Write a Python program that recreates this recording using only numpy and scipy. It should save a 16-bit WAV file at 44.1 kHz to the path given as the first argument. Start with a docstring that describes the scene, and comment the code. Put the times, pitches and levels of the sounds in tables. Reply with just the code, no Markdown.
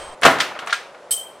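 """Freezer door slam and latch.

A spring ping's tail fades under a rubbing noise. A clear plastic freezer door slams against its frame and
chatters, then clicks as it is eased open. The latch snaps free and the hinge gives a bright ping,
probably from its spring. The cabinet and a small kitchen ring on over a faint steady rush; the slam
overloads the close microphone.
"""
import sys
import numpy as np
from scipy import signal
from scipy.fft import rfft, irfft
from scipy.io import wavfile

SR = 44100
rng = np.random.default_rng(int(sys.argv[2]) if len(sys.argv) > 2 else 0)


def write(x):
    x = np.atleast_2d(x).T
    wavfile.write(sys.argv[1], SR, np.round(np.clip(x, -1, 1) * 32767).astype(np.int16))


N = 61739
TIME_S = np.arange(N) / SR
BIN_HZ = np.maximum(np.fft.rfftfreq(N, 1 / SR), 1)
DOOR_LEFT_DB = 0.6


def amp(db):
    """Decibels to gain."""
    return 10 ** (np.asarray(db) / 20)


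def curve(points, hz):
    """Interpolate (f/Hz, value) points over log frequency."""
    points_hz, values = np.array(points, float).T
    return np.interp(np.log(hz), np.log(points_hz), values)


def pan(x, left_db):
    """Set the left channel left_db above the right."""
    return x * amp(np.array([[left_db], [-left_db]]) / 2)


def decay(start_s, t60_s, rise_s=0.00041):
    """Envelope: quick rise, exponential fall."""
    age_s = np.maximum(TIME_S - start_s, 0)
    return (1 - np.exp(-age_s / rise_s)) * np.exp(-np.log(1000) * age_s / t60_s)


def ring(start_s, modes, rise_s):
    """Damped sine modes, struck together."""
    age_s = TIME_S - start_s
    return sum(amp(db) * np.sin(2 * np.pi * hz * age_s) * decay(start_s, t60_s, rise_s)
               for hz, db, t60_s in modes)


# Stereo width: f/Hz, side re mid/dB
STEREO_WIDTH = [(150, -44), (1000, -20), (2500, -12.5), (8000, -9), (13000, -4.5)]

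def noise(bin_gain):
    """Shaped stereo noise, near mono in the bass."""
    mid, side = rfft(rng.standard_normal((2, N)))
    side = side * amp(curve(STEREO_WIDTH, BIN_HZ))
    return irfft(np.array([mid + side, mid - side]) * bin_gain, N)


def octave_noise(db):
    """Noise of a given level per octave."""
    return noise(amp(db) * np.sqrt(SR / 2 / BIN_HZ / np.log(2)))


def narrow_noise(centre_hz, half_width_hz):
    """Noise in one resonance: a wavering tone, unit RMS."""
    tone = noise(1 / (1 + ((BIN_HZ - centre_hz) / half_width_hz) ** 2))
    return tone / tone.std()


# Kitchen background: f/Hz, octave level/dB
RUSH_SPECTRUM = [(25, -92), (70, -74), (130, -67.5), (280, -60.5), (550, -43.5), (800, -47.5),
                 (1150, -48.5), (1700, -54), (4000, -61), (10500, -66), (12000, -78), (16000, -87)]

def kitchen_rush():
    """Faint steady room noise."""
    return octave_noise(curve(RUSH_SPECTRUM, BIN_HZ))


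# Rubbing noise: f/Hz, octave level/dB
RUB_SPECTRUM = [(60, -55), (250, -61), (550, -39.5), (1100, -38.5), (2200, -44.5), (5000, -47.5),
                (9500, -52), (11500, -64), (15500, -66)]
# Fading spring resonances: f/Hz, half-width/Hz, level/dB
SPRING_TAIL = [(3152, 28, -45), (8300, 130, -44), (9820, 39, -56)]

def rub_and_ping_tail(end_s=0.148, release_s=0.0036, split_hz=2000, dull_db_per_s=-34, bright_db_per_s=-73):
    """An earlier spring ping fades under a rubbing noise, treble first, then cuts off abruptly."""
    rub_db = curve(RUB_SPECTRUM, BIN_HZ)
    treble_share = BIN_HZ ** 2 / (BIN_HZ ** 2 + split_hz ** 2)
    dull = octave_noise(rub_db + 10 * np.log10(1 - treble_share))
    bright = octave_noise(rub_db + 10 * np.log10(treble_share))
    bright += sum(amp(db) * narrow_noise(hz, half_width_hz) for hz, half_width_hz, db in SPRING_TAIL)
    gate = np.clip((end_s - TIME_S) / release_s + 1, 0, 1)
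    return gate * (dull * amp(dull_db_per_s * TIME_S) + bright * amp(bright_db_per_s * TIME_S))


# Door-frame contacts: t/s, bass/dB, mid/dB, treble/dB, top/dB, t60/s
CONTACTS = [(0.214, -66, -43, -47, -29.5, 0.038), (0.2202, -36, -26, -27.5, -49, 0.086),
            (0.2319, -27, -14, -15, -24.5, 0.072), (0.243, -30, -5.5, -33, -30, 0.04),
            (.2510, -15.5, 0, -16, -13.5, 0.034), (0.255, -9.5, -12, -10.5, -18, 0.038),
            (.2630, -13, -3.5, -6.5, -23, 0.028), (.2790, -20.5, -6, -54, -44, 0.046),
            (.3115, -42, -24, -41, -22.5, 0.024), (0.325, -53, -18, -36, -55, 0.039),
            (.3855, -49, -25, -23, -33, 0.033), (0.4, -46, -27, -15.5, -31, 0.033),
            (0.4035, -47, -17, -10.5, -22.5, 0.043), (.5110, -47, -29.5, -57, -69, 0.065),
            (.5515, -58, -32.5, -47, -68, 0.2), (.5900, -64, -24, -27.5, -35.5, 0.026),
            (.6210, -44, -30, -44.5, -58, 0.11), (0.661, -59, -40, -53, -39, 0.051),
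            (.6722, -52, -21.5, -26.5, -34, 0.037), (0.6949, -60, -26, -31, -58, 0.061),
            (0.7042, -53, -39, -25, -44, 0.053), (0.7271, -63, -20.5, -12, -28.5, 0.037),
            (0.946, -60, -37.5, -44, -66, 0.027)]
# Bass, mid, treble, top: f/Hz
CONTACT_BANDS_HZ = [250, 1200, 3500, 9500]
# Plastic colour, added to each contact: f/Hz, level/dB
PLASTIC_COLOUR = [(30, -46), (75, -27), (150, -8.5), (330, -3.5), (600, 0.5), (1000, 0.5), (1900, 1),
                  (5500, -2.5), (9800, -3.5), (11500, -17), (16000, -30)]

def door_clacks():
    """Each contact excites dense, heavily damped plastic modes: a noise burst."""
    plastic_db = curve(PLASTIC_COLOUR, BIN_HZ)
    clacks = 0
    for start_s, *bands_db, t60_s in CONTACTS:
        contact_db = curve(list(zip(CONTACT_BANDS_HZ, bands_db)), BIN_HZ)
        clacks += octave_noise(plastic_db + contact_db) * decay(start_s, t60_s)
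    return pan(clacks, DOOR_LEFT_DB)


# Door panel and frame modes: f/Hz, level re contact/dB, t60/s
PANEL_MODES = [(267, -7, 0.26), (462.3, -19, 0.16), (659, -9, 0.29), (695, -17, 0.18), (756.4, -16, 0.37),
               (841, -19, 0.29), (897, -23, 0.2), (984, -19, 0.26), (1118, -36, .25), (1263, -16, 0.29),
               (1340, -16.5, 0.26), (1423, -8, 0.18), (1750, -16, 0.19), (1993, -17, .26),
               (2302, -26, 0.16), (3004, -27, 0.23)]

def panel_ring():
    """Each contact feeds each panel mode with its energy at that pitch."""
    tones = 0
    for hz, db, t60_s in PANEL_MODES:
        blows = np.zeros(N)
        for start_s, *bands_db, _ in CONTACTS:
            contact_db = curve(list(zip(CONTACT_BANDS_HZ, bands_db)), hz)
            blows[int(start_s * SR)] = amp(contact_db) ** 2
        energy = signal.fftconvolve(blows, decay(0, t60_s, rise_s=0.0026) ** 2)[:N]
        carrier = np.sin(2 * np.pi * (hz * TIME_S + rng.random()))
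        tones += amp(db) * np.sqrt(np.abs(energy)) * carrier
    return tones


# Cabinet modes: f/Hz, level/dB, t60/s
CABINET_MODES = [(58, -29, 0.073), (84, -31, 0.11), (121.4, -19, 0.126), (172.4, -18.5, 0.131)]

def cabinet_thump():
    """The slam shakes the cabinet's low modes."""
    return ring(start_s=0.2495, modes=CABINET_MODES, rise_s=0.0062)


# Latch modes: f/Hz, level/dB, t60/s
LATCH_MODES = [(1391, -3.5, 0.049), (1610, -7, 0.031), (1625, -23.5, 0.24), (2468, -31, 0.21),
               (3710, -21, .07), (4250, -24, .05), (8330, -39, .25), (9749, -45, 0.15)]

def latch_snap():
    """The latch snaps free and rings."""
    return ring(start_s=0.7255, modes=LATCH_MODES, rise_s=0.0025)


PING_S = 1.1085
# Spring click: f/Hz, octave level/dB
CLICK_SPECTRUM = [(500, -62), (1500, -39.5), (2500, -39.5), (4400, -22), (6800, -38.5), (8600, -15),
                  (11000, -10.5), (15500, -42)]

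def spring_click(second_s=1.1155, second_db=-3, t60_s=0.037):
    """The bright double click that sets the spring ringing."""
    snaps = decay(PING_S, t60_s) + amp(second_db) * decay(second_s, t60_s)
    return pan(octave_noise(curve(CLICK_SPECTRUM, BIN_HZ)) * snaps, DOOR_LEFT_DB)


# Hinge spring modes, low and high: f/Hz, level/dB, t60/s
SPRING_LOW_MODES = [(3096, -26, 0.36), (3107, -20, 0.34), (3163, -21, .27), (3170, -30, .5)]
SPRING_HIGH_MODES = [(8078, -22, .37), (8199, -17.5, .21), (8323, -28, .25), (8581, -25, .08),
                     (9781, -27.5, .25)]
# Room-smeared ping: f/Hz, half-width/Hz, level/dB, t60/s
HALO_BANDS = [(3135, 40, -36, .6), (8170, 90, -25, .38), (9790, 60, -38, .42)]

def spring_ping():
    """Close low modes swell late and beat; the room smears the ping into narrow bands."""
    low = ring(PING_S, SPRING_LOW_MODES, rise_s=0.026)
    high = ring(PING_S, SPRING_HIGH_MODES, rise_s=0.0015)
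    halo = sum(amp(db) * narrow_noise(hz, half_width_hz) * decay(PING_S, t60_s, rise_s=0.0035)
               for hz, half_width_hz, db, t60_s in HALO_BANDS)
    return low + pan(high + halo, left_db=2.4)


# Kitchen reverberation: f/Hz, t60/s
KITCHEN_DECAY = [(60, 0.17), (140, 0.65), (600, 0.81), (2000, .45), (6000, 0.34), (14000, 0.33)]

def echoes(source, cabinet_db=-3, kitchen_db=-5):
    """Diffuse reflections: band energy dies fast in the cabinet, slowly in the kitchen."""
    centres_hz = np.geomspace(50, 16000, num=15)
    spectrum = rfft(source.mean(axis=0))
    cabinet = decay(0, t60_s=0.09) ** 2
    cabinet *= amp(cabinet_db) ** 2 / cabinet.sum()
    wet = 0
    for hz, one_hot in zip(centres_hz, np.eye(len(centres_hz))):
        band_gain = np.sqrt(np.interp(np.log(BIN_HZ), np.log(centres_hz), one_hot))
        kitchen = decay(0, curve(KITCHEN_DECAY, hz), rise_s=0.0052) ** 2
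        kitchen *= amp(kitchen_db) ** 2 / kitchen.sum()
        band = irfft(spectrum * band_gain, N)
        energy = signal.fftconvolve(band ** 2, cabinet + kitchen)[:N]
        field = noise(band_gain)
        wet += np.sqrt(np.abs(energy)) * field / field.mean(axis=0).std()
    return pan(wet, DOOR_LEFT_DB)


def scene(click_send_db=3):
    """Sum of all sources; only the clacks and the spring click feed the echoes."""
    clacks = door_clacks()
    body = panel_ring() + cabinet_thump() + latch_snap()
    click = spring_click()
    ping = spring_ping()
    room = echoes(clacks + amp(click_send_db) * click)
    return kitchen_rush() + rub_and_ping_tail() + clacks + body + click + ping + room


def record(dry, ceiling=1.3, knee=8, cutoff_hz=15900):
    """Microphone overload: soft clip, then a steep low-pass."""
    clipped = dry / (1 + np.abs(dry / ceiling) ** knee) ** (1 / knee)
    lowpass = signal.ellip(8, 0.2, 80, cutoff_hz, fs=SR, output="sos")
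    return signal.sosfilt(lowpass, clipped)


dry = scene()
out = record(dry)
write(out)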